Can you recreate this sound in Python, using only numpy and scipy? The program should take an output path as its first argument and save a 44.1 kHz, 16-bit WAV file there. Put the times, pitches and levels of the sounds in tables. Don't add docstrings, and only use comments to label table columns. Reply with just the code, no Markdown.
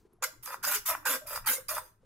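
import sys
import numpy as np
from scipy import signal
from scipy.fft import rfft, irfft
from scipy.io import wavfile

SR = 44100
rng = np.random.default_rng(int(sys.argv[2]) if len(sys.argv) > 2 else 0)


def field_ratio(decibels):
    return 10 ** (np.asarray(decibels, dtype=float) / 20)


def to_wav(s):
    ch = np.atleast_2d(s).T
    pcm = np.round(np.clip(ch, -1, 1) * 32767)
    wavfile.write(sys.argv[1], SR, pcm.astype(np.int16))


N = 90404


def at_hz(points, hz):
    p = np.array(points, float)
    return np.interp(np.log(np.maximum(hz, 1)), np.log(p[:, 0]), p[:, 1])


def over_time(points):
    return np.interp(np.arange(N) / SR, *np.transpose(points))


def rms_one(x):
    return x / np.sqrt(np.mean(x ** 2) + 1e-20)


def cut(x, hz, kind, order=4):
    return signal.sosfilt(signal.butter(order, hz, kind, fs=SR, output="sos"), x)


def colour(x, points):
    hz = np.fft.rfftfreq(N, 1 / SR)
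    inside = (hz > points[0][0]) * (hz < points[-1][0])
    return irfft(rfft(x) * field_ratio(at_hz(points, hz)) * inside, N)


def drift(rate):
    r = np.exp(-2 * np.pi * rate / SR)
    return rms_one(signal.lfilter([1], [1, -2 * r, r * r], rng.standard_normal(N + SR))[SR:])


def ring(clicks, hz, t60):
    r, w = field_ratio(-60 / (t60 * SR)), 2 * np.pi * hz / SR
    return signal.lfilter([0, np.sin(w)], [1, -2 * r * np.cos(w), r * r], clicks + 1e-18)


def random_signs():
    return rng.choice([-1, 1], N)


def grains(rate, spread_db, clump_db):
    uneven = spread_db * np.minimum(rng.exponential(1, N), 3)
    size = field_ratio(uneven + clump_db * drift(90))
    return rms_one(size * random_signs() * (rng.random(N) < rate / SR))


def bumps():
    return grains(2000, 1, 1.5)


def pair_noise(spectrum, db):
    mid, side = colour(rng.standard_normal((2, N)), spectrum)
    pair = mid * field_ratio([[1.2], [-1.2]]) + 0.19 * side * [[1], [-1]]
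    return field_ratio(db + 4 * drift(6.9)) * rms_one(pair)


# (t/s, level/dB)
ARM_LEVEL = [(0, -71.5), (.08, -62.5), (.11, -77), (.22, -66), (.35, -67.5), (.5, -67), (.9, -63),
             (1.02, -65.5), (1.44, -61.5), (1.53, -65.5), (1.72, -57), (1.83, -57.5), (2.01, -73),
             (2.05, -64.5)]
# (f/Hz, level/dB per Hz)
ARM_COLOUR = [(15, 11.5), (32, 5), (85, -0.5), (122, 5), (160, -10), (230, -18.5)]


def arm_rumble():
    return pair_noise(ARM_COLOUR, over_time(ARM_LEVEL))


# (f/Hz, level/dB per Hz)
AIR_COLOUR = [(150, -9), (250, -14.5), (390, -10), (600, -25), (1000, -22), (2500, -38.5), (11000, -45.5),
              (14000, -65)]


def room_air():
    return pair_noise(AIR_COLOUR, -74.5)


def earlier_stroke():
    fade = field_ratio(-260 * np.arange(N) / SR)
    return field_ratio(-62) * rms_one(colour(rng.standard_normal(N), RASP)) * fade


# (t/s, peak level/dB, f/Hz, t60/s)
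HANDLING = [
    (.051, -52, 390, .05),
    (.131, -60, 10700, .025),
    (.133, -63, 11300, .03),
    (.135, -58, 380, .05),
    (.185, -64, 700, .04),
    (.335, -56, 1000, .02),
    (2.03, -57, 520, .04),
]


def handling():
    out = 0
    for s, db, hz, t60 in HANDLING:
        click = field_ratio(db) * (np.arange(N) == int(s * SR))
        out = out + cut(ring(click, hz, t60), [.75 * hz, 1.3 * hz], "band", order=1)
    return out


# (t/s, scraping speed as level/dB, pressure on the board/dB)
PUSHES = [
    [(.216, -62, -2), (.226, -32, 6), (.234, -31.5, 2), (.244, -23.5, -2), (.252, -42, -9), (.27, -44, -11)],
    [(.62, -66, 5), (.63, -37, -0.5), (.65, -28, 3), (.66, -36, -7), (.684, -26.5, -1.5), (.708, -31, -2),
     (.72, -26, -2), (.756, -24.5, -2.5), (.81, -53, -15)],
    [(1.044, -61, 14.5), (1.056, -30, 7), (1.076, -25.5, 0.5), (1.1, -24.5, -4.5), (1.156, -29.5, -4),
     (1.21, -68.5, -12.5)],
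    [(1.45, -56.5, 12.5), (1.464, -31, 5), (1.476, -24.5, -1), (1.502, -25, 2.5), (1.542, -29.5, -12.5),
     (1.61, -62, 6.5)],
]
# (t/s, scraping speed as level/dB, pressure on the board/dB)
PULLS = [
    [(.422, -68, -12), (.432, -44.5, -6.5), (.45, -49, -17), (.458, -42, -5), (.474, -39, 2),
     (.515, -43.5, 4.5), (.542, -40.5, 2), (.575, -65.5, -2)],
    [(.85, -58, 8), (.86, -30, -10.5), (.894, -25, -6), (.926, -35.5, 1), (.958, -47.5, 8), (.975, -60, 0)],
    [(1.257, -64, 6), (1.271, -42.5, -5), (1.345, -36.5, -3), (1.364, -33.5, -2), (1.381, -42, 4),
     (1.41, -67, -1.5)],
    [(1.677, -71.5, -0.5), (1.685, -31.5, -12.5), (1.691, -29.5, -6), (1.719, -37.5, 1.5), (1.749, -36, -8),
     (1.783, -38, 4.5), (1.805, -58.5, -2), (1.89, -64, -6.5), (1.96, -87, -6)],
]
LANDINGS = [.2245, .427, .629, .856, 1.0545, 1.266, 1.461, 1.685]


def hand():
    lift_rate, land_rate, land_s = 920.5, 8000, .002
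    t = np.arange(N) / SR
    speed, press, pull = np.zeros((3, N))
    strokes = [rows for pair in zip(PUSHES, PULLS) for rows in pair]
    for k, rows in enumerate(strokes):
        s, db, press_db = np.transpose(rows)
        lift = lift_rate * np.maximum(t - s[-1], 0)
        landing = land_rate * np.maximum(LANDINGS[k] - t, 0)
        lean_in = lift_rate * np.maximum(s[0] - t, 0)
        speed += field_ratio(np.interp(np.maximum(t, LANDINGS[k] + land_s), s, db) - lift - landing)
        press += field_ratio(np.interp(t, s, db + press_db) - lift - lean_in)
        pull[t > s[0]] = k % 2
    return speed, press, pull


# (t/s, length/s, f/Hz, level/dB)
FLEXES = [(0.21, 0.054, 520, -48.5), (0.47, 0.094, 537, -56), (0.63, 0.1, 590, -50), (0.73, 0.05, 432, -52),
          (0.879, 0.07, 658, -43.5), (1.04, 0.15, 532, -46), (1.045, 0.15, 612, -51),
          (1.06, 0.12, 270, -53), (1.302, 0.088, 590, -51), (1.484, 0.12, 526, -49.5),
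          (1.479, 0.045, 252, -53.5), (1.686, 0.11, 622, -46), (0.21, 0.1, 627, -60.5),
          (1.2, 0.14, 614, -55.5), (.63, .14, 250, -64), (.9, .13, 300, -64.5), (0.64, .1, 793, -53.5),
          (1.79, 0.056, 503, -63), (.32, 0.052, 330, -67.5)]


def flexes():
    t, shaking, out = np.arange(N) / SR, bumps(), 0
    for s, length, hz, db in FLEXES:
        swell = np.sqrt(np.sin(np.pi * np.clip((t - s) / length, 0, 1)).clip(0))
        tone = cut(ring(shaking * swell, hz, .075), [0.78 * hz, 1.19 * hz], "band", order=1)
        out = out + field_ratio(db) * tone / np.sqrt(np.sum(tone ** 2) / (length * SR))
    return out


# (f/Hz, level pushing/dB, level pulling/dB)
BOARD_MODES = [(720, -9.5, -34.5), (858, -0.5, 1), (1006, -1.5, 6), (1120, 0, 2), (1275, 1, 8.5),
               (1411, 4.5, 3), (1590, 8, 3.5), (1648, -7.5, -9.5), (1712, -4, 2), (1938, -1.5, 3.5),
               (2378, -3.5, -0.5), (2737, -10, -1.5)]
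# (t/s, favoured f/Hz)
SPAN = [(0.2, 1370), (0.29, 1410), (0.326, 1190), (0.524, 1120), (0.618, 1440), (0.672, 1330), (0.74, 1545),
        (0.79, 1400), (0.83, 960), (0.866, 1170), (0.998, 1270), (1.024, 1540), (1.228, 1090),
        (1.516, 1520), (1.634, 1200), (1.674, 1510), (1.752, 1190), (1.82, 1171)]


def board(press, pull):
    cycles = 46
    shaking, span, out = bumps() * press, over_time(SPAN), 0
    for k, (hz, push_db, pull_db) in enumerate(BOARD_MODES):
        t60 = cycles / hz
        place_db = 2 * drift(18.7)
        off_span_db = 3.5 * np.log2(hz / span) ** 2
        strength = field_ratio(np.where(pull, pull_db, push_db) + place_db - off_span_db)
        out = out + (-1) ** k * ring(shaking * strength, hz, t60) / np.sqrt(t60 * SR)
    return field_ratio(-1) * cut(out, 905, "high")


# (brightening at its start/dB, at its end/dB)
EDGE_TILT = [(-3, 0), (3, -3.5), (-1, -1.5), (1.5, -1), (-2, -1), (3.5, 5.5), (0, 6.5), (2, 0.5)]


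def edge():
    s = np.add.outer(LANDINGS, [0, 0.15]).ravel()
    return field_ratio(np.interp(np.arange(N) / SR, s, np.ravel(EDGE_TILT)))


def shimmer(x):
    t = np.arange(SR // 20) / SR
    trail = rng.standard_normal(len(t)) * field_ratio(-60 * t / 0.09)
    trail = field_ratio(-0.5) * trail / np.sqrt(np.sum(trail ** 2)) + (t == 0)
    x = signal.lfilter(*signal.iirnotch(4270, 8, fs=SR), x)
    return signal.fftconvolve(x, trail)[:N] / np.sqrt(np.sum(trail ** 2))


# (f/Hz, level/dB per Hz)
RASP = [(1060, -34.5), (1800, -2.5), (3640, -6.5), (4260, 1.5), (4940, -1.5), (7860, -3), (13300, -8.5),
        (16000, 0.5), (16500, -36)]
# (f/Hz, width/Hz, level/dB)
TOOL_MODES = [(3580, 35, -3.5), (5300, 64, -29.5), (7190, 150, -2), (11140, 1300, 16.5), (10500, 92, -21),
              (13400, 200, 15.5), (15250, 600, -2)]


def tool(speed, pull):
    rasp_db, ring_db = -4, -2.5
    edge_hz, dull_hz, pull_dull_db = 7800, 4500, -1.5

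    def patch(hz, db=0):
        return field_ratio(3.5 * drift(16.3) + db) * (edge() if hz > edge_hz else 1)

    bands = np.geomspace(1000, 17000, 25)
    patches = [patch(low, pull_dull_db * pull * (low < dull_hz)) for low in bands[:-1]]
    swells = [patch(mode[0]) for mode in TOOL_MODES]
    parts = []
    for _ in range(3):
        ticks = grains(3300, 5.5, 1.2)
        hiss, rasp, rings = rms_one(colour(ticks, RASP)), 0, 0
        for gain, low, high in zip(patches, bands, bands[1:]):
            rasp = rasp + gain * cut(hiss, [low, high], "band", order=2)
        for gain, (hz, width, db) in zip(swells, TOOL_MODES):
            t60 = np.log(1000) / (np.pi * width)
            tone = ring(gain * ticks * random_signs(), hz, t60)
            rings = rings + field_ratio(db) * np.sqrt(width) * cut(tone, 1.37 * hz, "high", order=2)
        parts.append(shimmer(speed * (field_ratio(rasp_db) * rms_one(rasp) + field_ratio(ring_db) * rms_one(rings))))
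    return parts


# (t/s, peak level/dB)
KNOCKS = [(.2245, -29), (.234, -26), (.476, -34), (.506, -33), (.543, -27), (.642, -28), (.676, -30),
          (.718, -27), (.9, -27), (.951, -21.5), (1.03, -47), (1.058, -26), (1.309, -37), (1.359, -30),
          (1.376, -27), (1.473, -25), (1.768, -28), (1.782, -24)]


def knocks():
    out, clicks = 0, np.zeros(N)
    s, db = np.transpose(KNOCKS)
    clicks[(s * SR).astype(int)] = field_ratio(db)
    for hz in (1120, 1380):
        out = out + 1.6 * cut(ring(clicks, hz, .007), [.7 * hz, 1.5 * hz], "band", order=2)
    return out


# (t/s, peak level/dB)
SNAGS = [(.2245, -26), (.23, -26), (.2382, -21), (.2415, -21), (.4585, -25), (.6368, -24), (.650, -20),
         (.670, -22), (.7145, -22), (.862, -24), (.877, -23), (.889, -21), (.908, -23), (1.063, -22),
         (1.3605, -23), (1.448, -44), (1.4635, -26), (1.4725, -21), (1.539, -22), (1.693, -25)]


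def snags():
    t, bursts = np.arange(N) / SR, 0
    for s, db in SNAGS:
        bursts = bursts + field_ratio(db) * np.exp(-np.maximum(t - s, 0) / .002) * (t > s)
    return cut(0.66 * bursts * rng.standard_normal(N), 4500, "high", order=2)


# (f/Hz, left minus right level/dB)
BALANCE = [(110, -2), (1290, -0.5), (2380, -5), (4400, 5), (8120, -5.5), (13000, -1)]
# (f/Hz, share)
LIKENESS = [(300, 0.94), (700, 1), (1200, 0.99), (2500, 0.67), (5000, 0.28), (14000, 0.33)]
# (f/Hz, phase/rad)
LEAD = [(100, 0), (1000, -.1), (3000, -.5), (5300, -3.0), (6400, -6.2), (10000, -7.9), (12500, -6.2),
        (16500, -3.1)]


def ports(alike, left, right):
    hz = np.fft.rfftfreq(N, 1 / SR)
    share = np.clip(at_hz(LIKENESS, hz), 0, 1)
    turn = field_ratio(at_hz(BALANCE, hz) / 2) * np.exp(.5j * at_hz(LEAD, hz))
    both = np.sqrt(share) * rfft(alike) + np.sqrt(1 - share) * rfft([left, right])
    return irfft(both * [turn, 1 / turn], N)


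ROOM_DB = -12.5
# (f/Hz, t60/s)
ROOM_T60 = [(300, 0.32), (1500, 0.27), (6000, 0.29), (15000, 0.26)]


def room(x):
    t, tail = np.arange(SR // 2) / SR, 0
    edges = 150 * 2 ** np.arange(0, 7.1)
    for low, high in zip(edges, edges[1:]):
        noise = cut(rng.standard_normal((2, len(t))), [low, high], "band", order=2)
        early = field_ratio(-60 * t / at_hz(ROOM_T60, np.sqrt(low * high)))
        late = field_ratio(-25 - 60 * t / 0.65) / (1 + (low / 5000) ** 2)
        tail = tail + noise * (early + late) * (t > .004)
    tail = tail / np.sqrt(np.sum(tail ** 2) / 2)
    return field_ratio(ROOM_DB) * signal.fftconvolve(tail, x[None])[:, :N]


def scene():
    speed, press, pull = hand()
    alike, left, right = tool(speed, pull)
    body = board(press, pull) + flexes() + knocks() + snags() + handling()
    direct = ports(alike + body, left + np.roll(body, 40), right - np.roll(body, 25))
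    background = arm_rumble() + room_air()
    return direct + room(alike + body) + field_ratio(ROOM_DB) * earlier_stroke() + background


def band_limit(x):
    return signal.sosfilt(signal.butter(12, 16990, fs=SR, output="sos"), x)


def record(dry):
    mix = signal.sosfilt(signal.cheby2(14, 60, 1.03 * 15800, fs=SR, output="sos"), dry)
    return band_limit(mix)


dry = scene()
out = record(dry)
to_wav(out)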